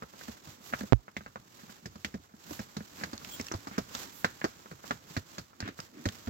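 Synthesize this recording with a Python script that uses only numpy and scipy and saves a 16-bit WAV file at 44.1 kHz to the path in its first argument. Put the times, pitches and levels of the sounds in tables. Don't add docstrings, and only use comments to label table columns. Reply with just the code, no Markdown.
import sys
import numpy as np
from scipy import signal
from scipy.io import wavfile

SR = 44100
rng = np.random.default_rng(int(sys.argv[2]) if len(sys.argv) > 2 else 0)


def int16_out(signal):
    q = np.round(np.clip(np.atleast_2d(signal).T, -1, 1) * 32767)
    wavfile.write(sys.argv[1], SR, q.astype(np.int16))


N = 277521

# start_s, thud_db, thud_hz, clack_db, clack_hz, grit_db, heel_gain_db
FOOTFALLS = [(.0225, -40, 227, -36.5, 1150, -55, -2), (.2831, -32.5, 240, -45, 1300, -62, -10),
             (.473, -43, 170, -48, 1290, -55, -3), (.7362, -33, 260, -23, 1460, -56, -14),
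             (.8094, -30.5, 240, -38, 1600, -48, -9), (1.1665, -34, 229, -31, 2000, -41, -11),
             (1.2621, -46, 220, -39, 1400, -57, -9), (1.358, -43, 220, -35, 1200, -56, -7),
             (1.857, -36, 165, -40, 1750, -41, -10), (1.9563, -41.5, 222, -47, 1150, -53, -11),
             (2.0468, -34, 235, -31, 2000, -34, -11), (2.1414, -31, 225, -43, 1700, -51, -2),
             (2.5081, -34, 315, -42, 1020, -59, -8), (2.593, -32.5, 231, -37, 1650, -45, -2),
             (2.767, -27.5, 212, -39, 1310, -39, -9), (3.0362, -38, 200, -28.5, 1650, -36, -10),
             (3.1313, -33, 285, -39, 1230, -42, -6), (3.398, -31, 265, -37, 2150, -43, -6),
             (3.5148, -33.5, 390, -32, 1280, -45, -8), (3.539, -32.5, 345, -33.5, 1070, -42, -5),
             (3.671, -37, 305, -35, 1150, -44, -8), (3.7805, -21.5, 262, -28, 1300, -35, -3),
             (3.9498, -39.5, 260, -35, 1180, -38, -8), (4.2451, -25, 230, -18, 1540, -30.5, -13),
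             (4.4421, -22.5, 345, -24, 1330, -34, -1), (4.7145, -40, 190, -41.5, 1400, -53, -6),
             (4.9084, -29.5, 275, -23.5, 1360, -38, -11), (5.166, -30, 275, -30, 1620, -36, -1),
             (5.382, -37, 200, -36.5, 1380, -37.5, -6), (5.6037, -40, 280, -36, 1600, -40, -7),
             (5.677, -37, 290, -36, 1500, -44, 1), (5.79, -41, 185, -37, 1350, -52, -6),
             (6.0554, -23.5, 280, -30.5, 1780, -34.5, -3), (6.273, -30, 240, -40, 1400, -48, -2)]
# frequency_hz, gain_db
GRIT_TONE = [(300, -27), (1400, 8), (2500, 3), (6500, 5.5), (16000, -13)]


def amp(db):
    return 10 ** (np.asarray(db) / 20)


def unit_rms(x):
    return x / np.sqrt(np.mean(x ** 2) + 1e-20)


def burst(x):
    return x * np.sqrt(.005 * SR / (np.sum(x ** 2) + 1e-20))


def add(mix, start_s, sound):
    part = mix[:, max(round(start_s * SR), 0):][:, :sound.shape[1]]
    part += sound[:, :part.shape[1]]


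def colour(x, outline, size=2048):
    hz, db = np.transpose(outline)
    bins_hz = abs(np.fft.fftfreq(size, 1 / SR))
    log_gain = np.log(amp(np.interp(np.log(bins_hz + 1), np.log(hz), db)))
    taps = np.fft.ifft(np.exp(np.conj(signal.hilbert(log_gain)))).real
    return signal.oaconvolve(x, taps[None], axes=1)[:, :x.shape[1]]


def passband(x, hz, kind):
    return signal.lfilter(*signal.butter(2, hz, kind, fs=SR), x)


def resonate(x, hz, width_hz):
    r = np.exp(-np.pi * width_hz / SR)
    return signal.lfilter([1, -1], [1, -2 * r * np.cos(2 * np.pi * hz / SR), r * r], x)


def wander(per_s):
    knots = rng.standard_normal(2000)
    return np.interp(np.arange(N) / SR * per_s, np.arange(len(knots)), knots)


def grains(per_s, spread_db=10):
    signs = rng.choice([-1, 1], (2, N))
    sizes = amp(rng.uniform(-spread_db, spread_db, (2, N)))
    return unit_rms(signs * sizes * (rng.random((2, N)) < per_s / SR))


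def ports(x, left_db, lag_samples=20):
    return np.array([amp(left_db) * np.pad(x[0], (lag_samples, 0))[:N], x[1]])


def thud(t, hz, soft, cycles=1.1, sag=.13, soil=.54, rise_s=.0008):
    turns = hz * (t - sag * t * t / (t + .04))
    ring = -np.sin(2 * np.pi * turns) * np.exp(-turns / (cycles * (1 + soft / 2)))
    crumble = resonate(rng.standard_normal(len(t)), hz * 1.8, hz * 1.8) * np.exp(-t / .0086)
    crumble = passband(crumble, hz * 3.3, "low")
    attack = 1 - np.exp(-t / (rise_s * (1 + 2 * soft)))
    impact = (burst(ring) + soil * (1 - soft / 2) * burst(crumble)) * attack
    return burst(passband(impact, 100, "high"))


def clack(t, hz, width_hz=650, hollow=.95, sole=.46, scatter=.62, linger=.05):
    push = -np.exp(-t / .00033) * (1 - np.exp(-t / .00003))
    wall = burst(resonate(push, hz, width_hz)) + hollow * burst(resonate(push, hz, 170))
    hoof = burst(wall) + sole * burst(resonate(push, hz * .52, 280))
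    direct = burst(passband(hoof, hz * 2.3, "low"))
    spread = (1 - np.exp(-(t / .0024) ** 2)) * (np.exp(-t / .0058) + linger * np.exp(-t / .048))
    shared, *sides = rng.standard_normal((3, len(t)))
    echoes = [resonate(spread * (shared + 1.56 * side), hz, width_hz) for side in sides]
    echoes = passband(echoes, hz * 1.4, "low")
    return np.array([burst(direct + scatter * burst(echo)) for echo in echoes])


def crunch(t, hz, decay_s, tail=.15, stone=.45):
    attack = 1 - np.exp(-t / (.12 * decay_s))
    fade = np.exp(-t / decay_s) + tail * np.exp(-t / .024)
    spray = rng.laplace(size=(2, len(t))) * attack * fade
    return np.array([burst(burst(side) + stone * burst(resonate(side, hz, 600))) for side in spray])


def earth(t, hz=82, width_hz=90, decay_s=.028):
    shudder = resonate(resonate(rng.standard_normal(len(t)), hz, width_hz), hz, width_hz)
    return burst(shudder * (1 - np.exp(-t / .0072)) * np.exp(-t / decay_s))


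def hooves(earth_db=-25, soft_range_db=10, heel_pitch=.83, heel_dull_db=-5):
    t = np.arange(SR // 6) / SR
    body, grit = np.zeros((2, 2, N))
    for start_s, thud_db, thud_hz, clack_db, clack_hz, grit_db, heel_db in FOOTFALLS:
        lag_s = .0018 * 2 ** (-thud_db / 15)
        soft = np.clip((thud_db - clack_db) / soft_range_db, 0, 1)
        toe = (start_s, 0, 1, 0)
        heel = (start_s + lag_s, heel_db, heel_pitch, heel_dull_db)
        for at_s, db, pitch, dull_db in toe, heel:
            dirt = amp(thud_db) * thud(t, thud_hz * pitch, soft)
            stone = amp(clack_db + dull_db) * clack(t, clack_hz)
            add(body, at_s, amp(db) * (dirt + stone))
            spray = crunch(t, rng.uniform(3200, 5200), decay_s=.0053)
            add(grit, at_s, amp(db + grit_db + dull_db) * spray)
        add(body, start_s, amp(thud_db / 2 + earth_db) * earth(t)[None])
    return ports(body, left_db=-2) + ports(colour(grit, GRIT_TONE), left_db=-3.5)


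def cloth_db(jolt_db=-18, jolt_s=.025):
    # time_s, level_db
    steady = [(0, -61), (1.02, -66.5), (2.15, -61), (2.3, -67.5), (2.42, -59.3), (4.2, -54), (5.48, -65.5)]
    # middle_s, half_length_s, level_db
    strokes = [(.26, .11, -51), (0.502, .075, -54), (.76, .135, -51), (1.66, .16, -57.5),
               (2.55, 0.11, -50.5), (3.01, .08, -51), (3.34, .17, -50), (3.995, 0.08, -45),
               (4.9, .055, -50), (5.13, .07, -53), (5.34, .08, -55), (5.82, .055, -54), (6.17, .2, -53.5)]
    t = np.linspace(0, N / SR, 2000)
    power = amp(np.interp(t, *np.transpose(steady))) ** 2
    power += sum((amp(db) * np.exp(-abs((t - s) / half_s) ** 3)) ** 2 for s, half_s, db in strokes)
    for s, *_, grit_db, _ in FOOTFALLS:
        power += amp(grit_db + jolt_db) ** 2 * (t > s) * np.exp(-abs(t - s) / jolt_s)
    return np.interp(np.arange(N) / SR, t, 10 * np.log10(power))


def rubbing(crackle=.55):
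    # frequency_hz, gain_db
    cloth_tone = [(80, -8), (300, 1.5), (1050, 7), (2200, 4.3), (7000, 5.5), (16000, -1)]
    friction = rng.laplace(size=(2, N)) + crackle * grains(per_s=90)
    hiss = unit_rms(colour(friction, cloth_tone))
    return ports(hiss * amp(cloth_db() + 4 + 2.2 * wander(per_s=120)), left_db=-5.5)


def trail(steps_per_s=22, step_db=-56, floor_db=-59.5):
    # frequency_hz, gain_db
    shuffle_tone = [(25, -19), (80, 2.5), (300, 2.5), (600, -6), (1300, -5), (2500, -21.5), (16000, -41)]
    t, steps = np.arange(SR // 8) / SR, np.zeros((2, N))
    for when, size, octave, soft in rng.random((int(steps_per_s * N / SR), 4)):
        step = (1 - soft) * clack(t, 900 * 2 ** octave, scatter=1) + soft * thud(t, 150 * 2 ** octave, soft)
        add(steps, when * N / SR, amp(step_db + 10 * size ** 2) * step)
    shared, *sides = rng.standard_normal((3, N))
    shuffle = unit_rms(colour(shared + .78 * np.array(sides), shuffle_tone))
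    shuffle *= amp(floor_db + 1.1 * wander(per_s=28))
    motion_db = cloth_db() - np.mean(cloth_db())
    return ports((steps + shuffle) * amp(.67 * motion_db), left_db=-1)


def scuffs():
    # start_s, soil_db, pebble_db
    touches = [(.137, -53, -46), (.212, -53, -42), (.727, -38, -38), (.833, -30, -45), (1.081, -51, -41),
               (1.208, -45, -45), (1.633, -44, -55), (1.695, -44, -48), (2.338, -44, -58),
               (2.806, -35, -44), (3.012, -38, -39), (3.713, -42, -43), (4.4155, -44, -33),
               (4.659, -53, -43), (4.842, -53, -42), (5.626, -38, -37), (6.088, -39, -38)]
    t, out = np.arange(SR // 6) / SR, np.zeros((2, N))
    for start_s, soil_db, pebble_db in touches:
        soil = amp(soil_db) * thud(t, hz=220, soft=1)
        pebble = amp(pebble_db) * clack(t, hz=rng.uniform(1000, 1700))
        add(out, start_s, soil + pebble)
    return ports(out, left_db=-2)


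def swishes(half_length_s=.054):
    # middle_s, level_db
    passes = [(.69, -49), (2.53, -45.5), (4.18, -45.5)]
    t = np.arange(N) / SR
    swell = sum(amp(db) * np.exp(-((t - s) / half_length_s) ** 2) for s, db in passes)
    fizz = unit_rms(resonate(rng.laplace(size=(2, N)), hz=11100, width_hz=5000))
    return ports(fizz * swell, left_db=-24)


def knock(wobble_db=-10):
    taps = [.9242, .9318]
    t, out = np.arange(SR // 5) / SR, np.zeros((2, N))
    push = (1 - np.exp(-t / .00018)) * (2.2 * np.exp(-t / .001) - .54 * np.exp(-t / .0044))
    wobble = -np.sin(2 * np.pi * 112 * t) * np.exp(-t / .0115)
    wobble += 1.18 * np.sin(2 * np.pi * 50 * t) * np.exp(-t / .014)
    wobble *= 1 - np.exp(-(t / .0046) ** 2)
    for start_s in taps:
        add(out, start_s, push[None])
    add(out, taps[-1] + .0028, amp(wobble_db) * wobble[None])
    return ports(out, left_db=-43)


def ticks():
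    # start_s, level_db, pitch_hz
    hits = [(2.0468, -35, 2900), (3.178, -42, 4300), (3.247, -40, 2500), (3.412, -38, 5500),
            (3.467, -40, 5500), (3.484, -41, 2500), (3.5205, -36, 6000), (3.9502, -34, 3550),
            (5.6037, -38, 4300), (5.802, -38, 5000), (6.088, -36, 3500)]
    t, out = np.arange(SR // 6) / SR, np.zeros((2, N))
    for start_s, db, hz in hits:
        add(out, start_s, amp(db) * crunch(t, hz, decay_s=.0015, tail=.05, stone=.7))
    return ports(colour(out, GRIT_TONE), left_db=-3.5)


def scrapes(width_s=.04, soil_hz=250, gravel_hz=1550):
    # middle_s, soil_db, gravel_db
    drags = [(3.025, -50, -53), (3.75, -58, -51), (5.665, -47, -45), (5.985, -50, -60)]
    t = np.arange(N) / SR
    soil_swell = sum(amp(db) * np.exp(-((t - s) / width_s) ** 2 / 2) for s, db, _ in drags)
    gravel_swell = sum(amp(db) * np.exp(-((t - s) / width_s) ** 2) for s, _, db in drags)
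    scuff = resonate(resonate(rng.standard_normal(N), soil_hz, soil_hz / 2), soil_hz, soil_hz)
    grind = resonate(resonate(grains(per_s=2500), gravel_hz, gravel_hz), gravel_hz, gravel_hz)
    return ports(soil_swell * unit_rms(scuff) + gravel_swell * unit_rms(grind), left_db=-1)


def squeak(start_s=3.298, length_s=.075, width_hz=80):
    # pitch_hz, level_db
    partials = [(3300, -49.5), (7400, -51), (8850, -44), (15400, -45.5)]
    n, out = int(length_s * SR), np.zeros((2, N))
    whistle = sum(amp(db) * unit_rms(resonate(rng.standard_normal((2, n)), hz, width_hz))
                  for hz, db in partials)
    add(out, start_s, whistle * np.sqrt(signal.windows.hann(n)))
    return out


def camera_bumps(hz=98, decay_s=.011):
    # start_s, level_db
    jolts = [(3.546, -29.5), (5.171, -27), (5.627, -30), (6.063, -22), (6.275, -31)]
    t, out = np.arange(SR // 8) / SR, np.zeros((2, N))
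    wobble = burst(np.sin(2 * np.pi * hz * t) * np.exp(-t / decay_s) * (1 - np.exp(-t * hz * 2)))
    for start_s, db in jolts:
        add(out, start_s, amp(db) * wobble[None])
    return ports(out, left_db=-2)


def scene():
    horse = hooves() + scuffs() + ticks() + scrapes()
    close_by = camera_bumps() + knock() + rubbing() + swishes() + squeak()
    return horse + close_by + trail()


def record(dry, edge_hz=16000):
    # frequency_hz, gain_db
    response = [(7400, 0), (8300, -7), (9300, -19), (10200, -14), (11200, -5.5), (12500, -2)]
    clipped = np.clip(colour(dry, response), -1, 1)
    band_limit = signal.firwin(511, edge_hz, window=("kaiser", 9), fs=SR)
    return signal.oaconvolve(clipped, band_limit[None], "same", axes=1)


dry = scene()
out = record(dry)
int16_out(out)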